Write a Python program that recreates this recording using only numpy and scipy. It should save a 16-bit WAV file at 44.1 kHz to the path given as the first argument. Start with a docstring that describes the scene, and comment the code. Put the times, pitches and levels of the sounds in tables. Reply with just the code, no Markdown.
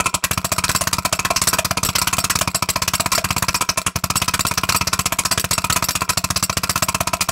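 """A fast, uneven chuffing, about sixteen strokes a second: a small homemade compressed-air engine.
On each stroke the valve snaps and a puff of air thumps out with a burst of hiss;
the board under the engine, lying on a rug indoors, knocks and hums after it.
A loose metal part shakes with every stroke and bangs at uneven moments.
A faint leak and a short room tail fill the gaps."""
import sys
import numpy as np
from scipy import signal
from scipy.fft import rfft, irfft, next_fast_len
from scipy.io import wavfile
from scipy.ndimage import uniform_filter1d, minimum_filter1d

SR = 44100
rng = np.random.default_rng(int(sys.argv[2]) if len(sys.argv) > 2 else 0)


def transcribe(signal):
    """Save signal, clipped to [-1, 1], as a 16-bit WAV file at the path in sys.argv[1]."""
    frames = np.atleast_2d(signal).T
    limited = np.clip(frames, -1, 1)
    pcm = np.round(limited * 32767).astype(np.int16)
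    wavfile.write(sys.argv[1], SR, pcm)


N = 322371

# exhaust strokes: puff_peak_s
STROKE_TIMES = [0.0023, 0.0611, 0.1441, 0.2419, 0.3131, 0.378, 0.4477, 0.521, 0.5846, 0.6418, 0.695, 0.7518,
                0.8128, 0.8741, 0.9322, 0.9865, 1.0531, 1.129, 1.194, 1.2519, 1.3065, 1.3641, 1.4191, 1.475,
                1.5332, 1.5884, 1.6509, 1.7113, 1.7739, 1.8336, 1.891, 1.956, 2.0184, 2.0746, 2.1317, 2.185,
                2.2441, 2.3021, 2.3576, 2.414, 2.4778, 2.5491, 2.6265, 2.6918, 2.761, 2.8221, 2.881, 2.9383,
                3.0007, 3.062, 3.122, 3.1811, 3.2459, 3.308, 3.3666, 3.4264, 3.4865, 3.547, 3.6122, 3.693,
                3.7777, 3.867, 3.9609, 4.0415, 4.1042, 4.159, 4.2201, 4.2834, 4.341, 4.3957, 4.4531, 4.5139,
                4.578, 4.637, 4.6935, 4.749, 4.813, 4.8741, 4.9335, 4.9942, 5.0605, 5.1246, 5.191, 5.2541,
                5.3145, 5.379, 5.4449, 5.5128, 5.582, 5.6445, 5.7022, 5.7631, 5.8268, 5.889, 5.9557, 6.02,
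                6.0949, 6.1757, 6.2435, 6.3065, 6.363, 6.4295, 6.4987, 6.5728, 6.6368, 6.697, 6.7599, 6.826,
                6.8875, 6.9483, 7.008, 7.0745, 7.136, 7.2108, 7.2906]
# strokes with a set hiss strength: near_s, offset_db
HISS_ACCENTS = [(.14, 2), (.38, -7.5), (.93, 5), (.99, -8.5), (1.71, -4), (1.77, -1.5), (1.89, -7),
                (2.19, -5), (2.48, -8), (3.0, -4.5), (3.12, 8), (3.96, -5), (4.45, -13), (4.51, -7.5),
                (4.69, 4.5), (5.25, 2.5), (5.38, -2), (5.44, -5), (5.64, -2.5), (5.83, -6.5), (6.02, -7),
                (6.17, -3), (6.5, -6.5), (7.01, -1.5)]
# strokes with a louder board knock: near_s, level_db
LOUD_KNOCKS = [(0, -16), (.14, -15.5), (.45, -14), (.52, -11), (.81, -11), (1.05, -11.5), (1.13, -10),
               (1.31, -6), (1.475, -16), (1.59, -6.5), (1.71, -13.5), (2.19, -11.5), (2.41, -11.5),
               (2.55, -14), (2.76, -13), (3.0, -8), (3.18, -5.5), (3.69, -16), (3.78, -10), (4.58, -21),
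               (5.12, -14), (5.31, -12), (5.58, -18), (5.76, -18.5), (6.17, -12.5), (6.5, -17),
               (6.825, -12.5), (7.01, -12), (7.14, -10), (7.29, -11.5)]


def strokes(usual_hiss_db=-12, usual_knock_db=-23):
    """Time, hiss level and knock level of each stroke; the pace varies as the flywheel labours."""
    stroke_s = np.ravel(STROKE_TIMES)
    scatter = rng.standard_normal((len(stroke_s), 2))
    hiss_db = usual_hiss_db + 3.24 * scatter[:, 0]
    knock_db = usual_knock_db + 0.5 * scatter[:, 1]
    for near_s, offset_db in HISS_ACCENTS:
        hiss_db[np.argmin(np.abs(stroke_s - near_s))] = usual_hiss_db + offset_db
    for near_s, level_db in LOUD_KNOCKS:
        knock_db[np.argmin(np.abs(stroke_s - near_s))] = level_db
    return stroke_s, hiss_db, knock_db


# low returns of the puff from board and room: delay_s * 1000 as delay_ms, gain_db
PUFF_RETURNS = [(12, -12), (16.3, -12.5), (22.2, -20)]


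def puff(stroke_s, width_ms, level_db, hum_db, sway_db):
    """A bell-shaped pressure pulse in a trough of suction; it returns, and the board hums and sways."""
    t_ms = np.arange(-600, 601) / SR * 1000
    bell = np.exp(-(t_ms / width_ms) ** 2 / 2)
    trough = np.exp(-(t_ms / 5.5) ** 4)
    pulse = bell - trough * bell.sum() / trough.sum()
    strength = from_db(level_db + 1.3 * rng.standard_normal(len(stroke_s)))
    returns = sum(clicks(stroke_s + ms / 1000, strength * from_db(db)) for ms, db in PUFF_RETURNS)
    hum = ring(clicks(stroke_s + .0208, strength * from_db(hum_db)), hz=181, t60_s=.09)
    sway = ring(clicks(stroke_s + .00035, -strength * from_db(sway_db)), hz=73, t60_s=.095)
    return signal.fftconvolve(clicks(stroke_s, strength) + returns, pulse, "same") + hum + sway


# spectrum of escaping air: frequency_hz, density_db
JET_SPECTRUM = [(400, -32), (1100, -4), (2000, -5), (3400, -8), (4600, -6), (6000, -1.5), (8000, -12),
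                (11000, -10), (15500, -28.5)]
# trim of the top two hiss bands: time_s, gain_db
HISS_TREBLE = [(0, -0.5), (2.2, 0), (3.6, -1), (5, 0), (7.3, 0.5)]


def hiss(stroke_s, hiss_db):
    """Air rushes out in a lumpy burst, coloured differently on each stroke, then trickles on."""
    jet = coloured_noise(JET_SPECTRUM)
    edges_hz = np.geomspace(400, 19000, 8)
    colour_db = 1.8 * rng.standard_normal((len(stroke_s), len(edges_hz) - 1))
    colour_db[:, -2:] += np.interp(stroke_s, *np.transpose(HISS_TREBLE))[:, None]
    out = 0
    for low_hz, high_hz, band_db in zip(edges_hz, edges_hz[1:], colour_db.T):
        onsets = clicks(stroke_s - .002, from_db(hiss_db + band_db))
        opening = signal.fftconvolve(onsets, np.hanning(400) / 200, "same")
        burst = from_db(12) * swell(opening, rise_ms=.54, t60_s=.032)
        trickle = from_db(-18.5 - 1.2 * low_hz / 1000) * swell(opening, rise_ms=2.9, t60_s=.067)
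        lumps = from_db((2.5 + low_hz / 5000) * coloured_noise([(100, 0), (500, 0), (1500, -30)]))
        band = signal.sosfilt(signal.butter(2, [low_hz, high_hz], "band", fs=SR, output="sos"), jet)
        out += (np.abs(burst) * lumps + np.abs(trickle)) * band
    return out


# valve gear contacts in one stroke: after_puff_ms, level_db
VALVE_CONTACTS = [(-16.5, -16), (-9.5, -15.5), (-1.5, 11.5), (3, -7), (1.5, -0.5), (10.5, -3.5),
                  (12, -14.5)]
# engine casing modes: pitch_hz, level_db, t60_s
CASING_MODES = [(1009.5, -0.5, 0.027), (1308, -4, 0.027), (2332.5, -4, 0.024), (2539, -7, 0.051),
                (3140, -17, 0.035)]


def valve(stroke_s, hiss_db):
    """The valve snaps open; its gear taps the casing, with looser timing further from the snap."""
    contact_ms, contact_db = np.transpose(VALVE_CONTACTS)
    slop_ms = .12 * np.abs(contact_ms + 1.77) * rng.standard_normal((len(stroke_s), len(contact_ms)))
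    force_db = .5 * hiss_db
    tap_s = (stroke_s[:, None] + (contact_ms + slop_ms) / 1000).ravel()
    tap_db = (force_db[:, None] + contact_db - 11).ravel()
    casing = strike(CASING_MODES, tap_s, tap_db, spread_db=2.5, detune=.03) * buzz(depth=.47)
    snap = ring(clicks(stroke_s - .0024, from_db(force_db - .5)), hz=1150, t60_s=.011)
    return -swell(casing + snap, rise_ms=.077, t60_s=.00016)  # contacts are not perfectly hard


# bangs of the loose part: start_s, level_db
PART_BANGS = [(0.3327, -22), (0.4524, -19), (0.5231, -15), (0.682, -23), (0.7143, -16.5), (0.7594, -14.5),
              (.837, -27.5), (1.0572, -18), (1.151, -29), (1.437, -18), (1.4834, -19.5), (1.8494, -10),
              (1.984, -13), (2.1685, -27.5), (2.1893, -18.5), (2.211, -40), (2.3887, -15.5), (2.4193, -26),
              (2.5555, -18.5), (2.701, -16.5), (2.9505, -20.5), (3.0041, -14), (3.15, -11.5),
              (3.381, -19.5), (3.5561, -19), (3.697, -24), (4.1654, -14), (4.244, -33), (4.4071, -24),
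              (4.4668, -11), (4.538, -24), (4.7227, -18), (4.7609, -16), (5.0063, -21), (5.3185, -20),
              (5.397, -11.5), (5.5318, -17), (5.725, -11.5), (5.768, -20), (5.8413, -17.5), (5.9074, -15),
              (6.0079, -25), (6.1047, -25), (6.1773, -16.5), (6.374, -26), (6.4346, -16.5), (6.527, -28.5),
              (6.7062, -18), (6.777, -18), (6.831, -18.5), (7.2191, -13)]
# loose part modes: pitch_hz, level_db, t60_s
PART_MODES = [(1350, -1, 0.028), (2220, -3, 0.013), (2736, -6.5, 0.047), (4225, 10.5, 0.0081),
              (4695, -1.5, 0.057), (5466, -8, 0.12), (7260, -3.5, 0.054), (7690, 4.5, 0.04),
              (7987, 2.5, 0.052), (8700, -4, 0.062), (11100, -12, 0.017), (10840, -0.5, 0.035),
              (12530, -3.5, 0.062), (13400, -17, 0.024), (15700, -9.5, 0.02)]


def loose_part(stroke_s, hiss_db, dull_after_s=.024):
    """Bangs, the shake of each stroke and stray ticks ring the same metal; bangs and ticks also crack."""
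    bang_s, bang_db = np.transpose(PART_BANGS)
    tick_s = (stroke_s[:, None] + rng.uniform(.0091, .046, (len(stroke_s), 4))).ravel()
    tick_db = -41 + 4 * rng.standard_normal(len(tick_s))
    banged = chatter(bang_s, bang_db - 2, spacing_ms=.8, fall_db_per_ms=1.5, count=4)
    shaken = chatter(stroke_s - .0015, hiss_db - 13.5, spacing_ms=3, fall_db_per_ms=1.36, count=6)
    blow_s, blow_db = np.hstack([banged, shaken, (tick_s, tick_db)])
    last_stroke = np.maximum(np.searchsorted(stroke_s, blow_s + .003) - 1, 0)
    dull = blow_s - stroke_s[last_stroke] > dull_after_s  # late blows land flat
    metal = strike(PART_MODES, blow_s, blow_db, spread_db=3, detune=.012, tilt_db_per_oct=-4.5 * dull)
    metal *= buzz(depth=.55)
    impacts = clicks(bang_s, from_db(bang_db)) + clicks(tick_s, from_db(tick_db - 6.5))
    crack = swell(impacts, rise_ms=.3, t60_s=.02) * coloured_noise(JET_SPECTRUM)
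    return metal + crack


def board_knock(stroke_s, knock_db, pitch_hz=660, detune=.021, rise_s=.0033):
    """The board clonks hollowly after each puff, a little sharp or flat, with one faint return."""
    t = np.arange(int(.06 * SR)) / SR
    jitter, pitch_draw = rng.standard_normal((2, len(stroke_s)))
    clonk = (t / rise_s) ** 2 * np.exp(2 - 2 * t / rise_s)
    echo = from_db(-21) * np.exp(-((t - .04) / .005) ** 2 / 2)
    out = 0
    for side in (-1, 1):
        blows = clicks(stroke_s + .00062 * jitter, from_db(knock_db) * (np.sign(pitch_draw) == side))
        tone = np.sin(2 * np.pi * pitch_hz * (1 + detune * side) * t)
        out += signal.fftconvolve(blows, (clonk + echo) * tone)[:N]
    return out


def board_bounce(x, notch_hz=840):
    """The bounce off the board cancels part of one band."""
    return x - .71 * signal.lfilter(*signal.iirpeak(notch_hz, Q=3.5, fs=SR), x)


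def dips(stroke_s):
    """Gain that dips briefly just before about half of the strokes."""
    depth_db = np.clip(10.2 * rng.standard_normal(len(stroke_s)), 0, 30)
    return from_db(-signal.fftconvolve(clicks(stroke_s - .0095, depth_db), np.hanning(330), "same"))


def room(x, t60_s=.13):
    """A short diffuse tail, duller than the direct sound."""
    t = np.arange(int(.4 * SR)) / SR
    tail = rng.standard_normal(len(t)) * from_db(-60 * t / t60_s) * (t > .006)
    tail = signal.lfilter([.4], [1, -.6], tail)
    return signal.fftconvolve(x, tail / np.linalg.norm(tail))[:N]


def leak(level_db):
    """Leaking air hisses steadily."""
    return from_db(level_db) * coloured_noise([(400, -10), (1500, 0), (6000, -3), (15500, -30)])


def strike(modes, start_s, level_db, spread_db, detune, tilt_db_per_oct=0):
    """Each blow rings all modes with its own strengths; how the piece sits shifts the pitch a little."""
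    draws = rng.standard_normal((len(start_s), len(modes) + 1))
    seat = np.digitize(draws[:, -1], [-.43, .43]) - 1  # three equally likely positions
    out = 0
    for (hz, mode_db, t60_s), scatter in zip(modes, draws.T):
        gain = from_db(level_db + mode_db + tilt_db_per_oct * np.log2(hz / 4500) + spread_db * scatter)
        for side in (-1, 0, 1):
            out += ring(clicks(start_s, gain * (seat == side)), hz * (1 + detune * side), t60_s)
    return out


def chatter(start_s, level_db, spacing_ms, fall_db_per_ms, count):
    """Times and levels of blows and their quick, uneven, weakening rebounds."""
    gaps_s = rng.exponential(spacing_ms / 1000, (len(start_s), count))
    delay_s = np.cumsum(gaps_s, axis=1) - gaps_s[:, :1]
    loss_db = fall_db_per_ms * 1000 * delay_s
    return (start_s[:, None] + delay_s).ravel(), (level_db[:, None] - loss_db).ravel()


def buzz(depth):
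    """Metal touching metal rings unevenly: its level shivers."""
    return 1 - depth + depth * coloured_noise([(20, 5), (120, -6.5), (500, -25.5)])


def from_db(db):
    """Decibels to gain."""
    return 10 ** (np.asarray(db) / 20)


def clicks(start_s, gain):
    """A click of the given height at each time."""
    out = np.full(N, 1e-18)
    index = np.round(start_s * SR).astype(int)
    inside = (index >= 0) & (index < N)
    np.add.at(out, index[inside], gain[inside])
    return out


def ring(x, hz, t60_s):
    """A unit click starts a decaying sine of height 1."""
    decay, step_rad = from_db(-60 / (t60_s * SR)), 2 * np.pi * hz / SR
    return signal.lfilter([0, np.sin(step_rad)], [1, -2 * decay * np.cos(step_rad), decay * decay], x)


def swell(x, rise_ms, t60_s):
    """Smooths each click into a rise and a decay."""
    rise, decay = np.exp(-1000 / (rise_ms * SR)), from_db(-60 / (t60_s * SR))
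    return signal.lfilter([1 - rise], np.convolve([1, -rise], [1, -decay]), x)


def coloured_noise(spectrum):
    """Noise of rms 1, shaped by rows of frequency_hz, density_db."""
    size = next_fast_len(N)
    hz, density_db = np.transpose(spectrum)
    shape_db = np.interp(np.log(np.fft.rfftfreq(size, 1 / SR) + 1), np.log(hz), density_db)
    noise = irfft(rfft(rng.standard_normal(size)) * from_db(shape_db), size)[:N]
    return noise / np.std(noise)


def scene():
    """The engine on its board, the leak and the room, in mono."""
    stroke_s, hiss_db, knock_db = strokes()
    bright = valve(stroke_s, hiss_db) + loose_part(stroke_s, hiss_db) + hiss(stroke_s, hiss_db)
    clatter = board_bounce(bright) + board_knock(stroke_s, knock_db)
    thump = puff(stroke_s, width_ms=1.26, level_db=-9.5, hum_db=-19.5, sway_db=-18)
    background = leak(level_db=-57) + from_db(-20.5) * room(clatter)
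    return ((thump + clatter + background) * dips(stroke_s))[None]


def record(dry, low_cut_hz=42, ceiling=.72, high_cut_hz=15750):
    """The microphone drops the deepest bass, a limiter holds the peaks down, the top is cut."""
    thin = signal.sosfilt(signal.butter(3, low_cut_hz, "high", fs=SR, output="sos"), dry)
    allowed = np.minimum(1, ceiling / (np.abs(thin) + 1e-9))
    gain = uniform_filter1d(minimum_filter1d(allowed, size=180), size=180)  # looks ahead
    return signal.sosfilt(signal.ellip(10, .5, 60, high_cut_hz, fs=SR, output="sos"), gain * thin)


dry = scene()
out = record(dry)
transcribe(out)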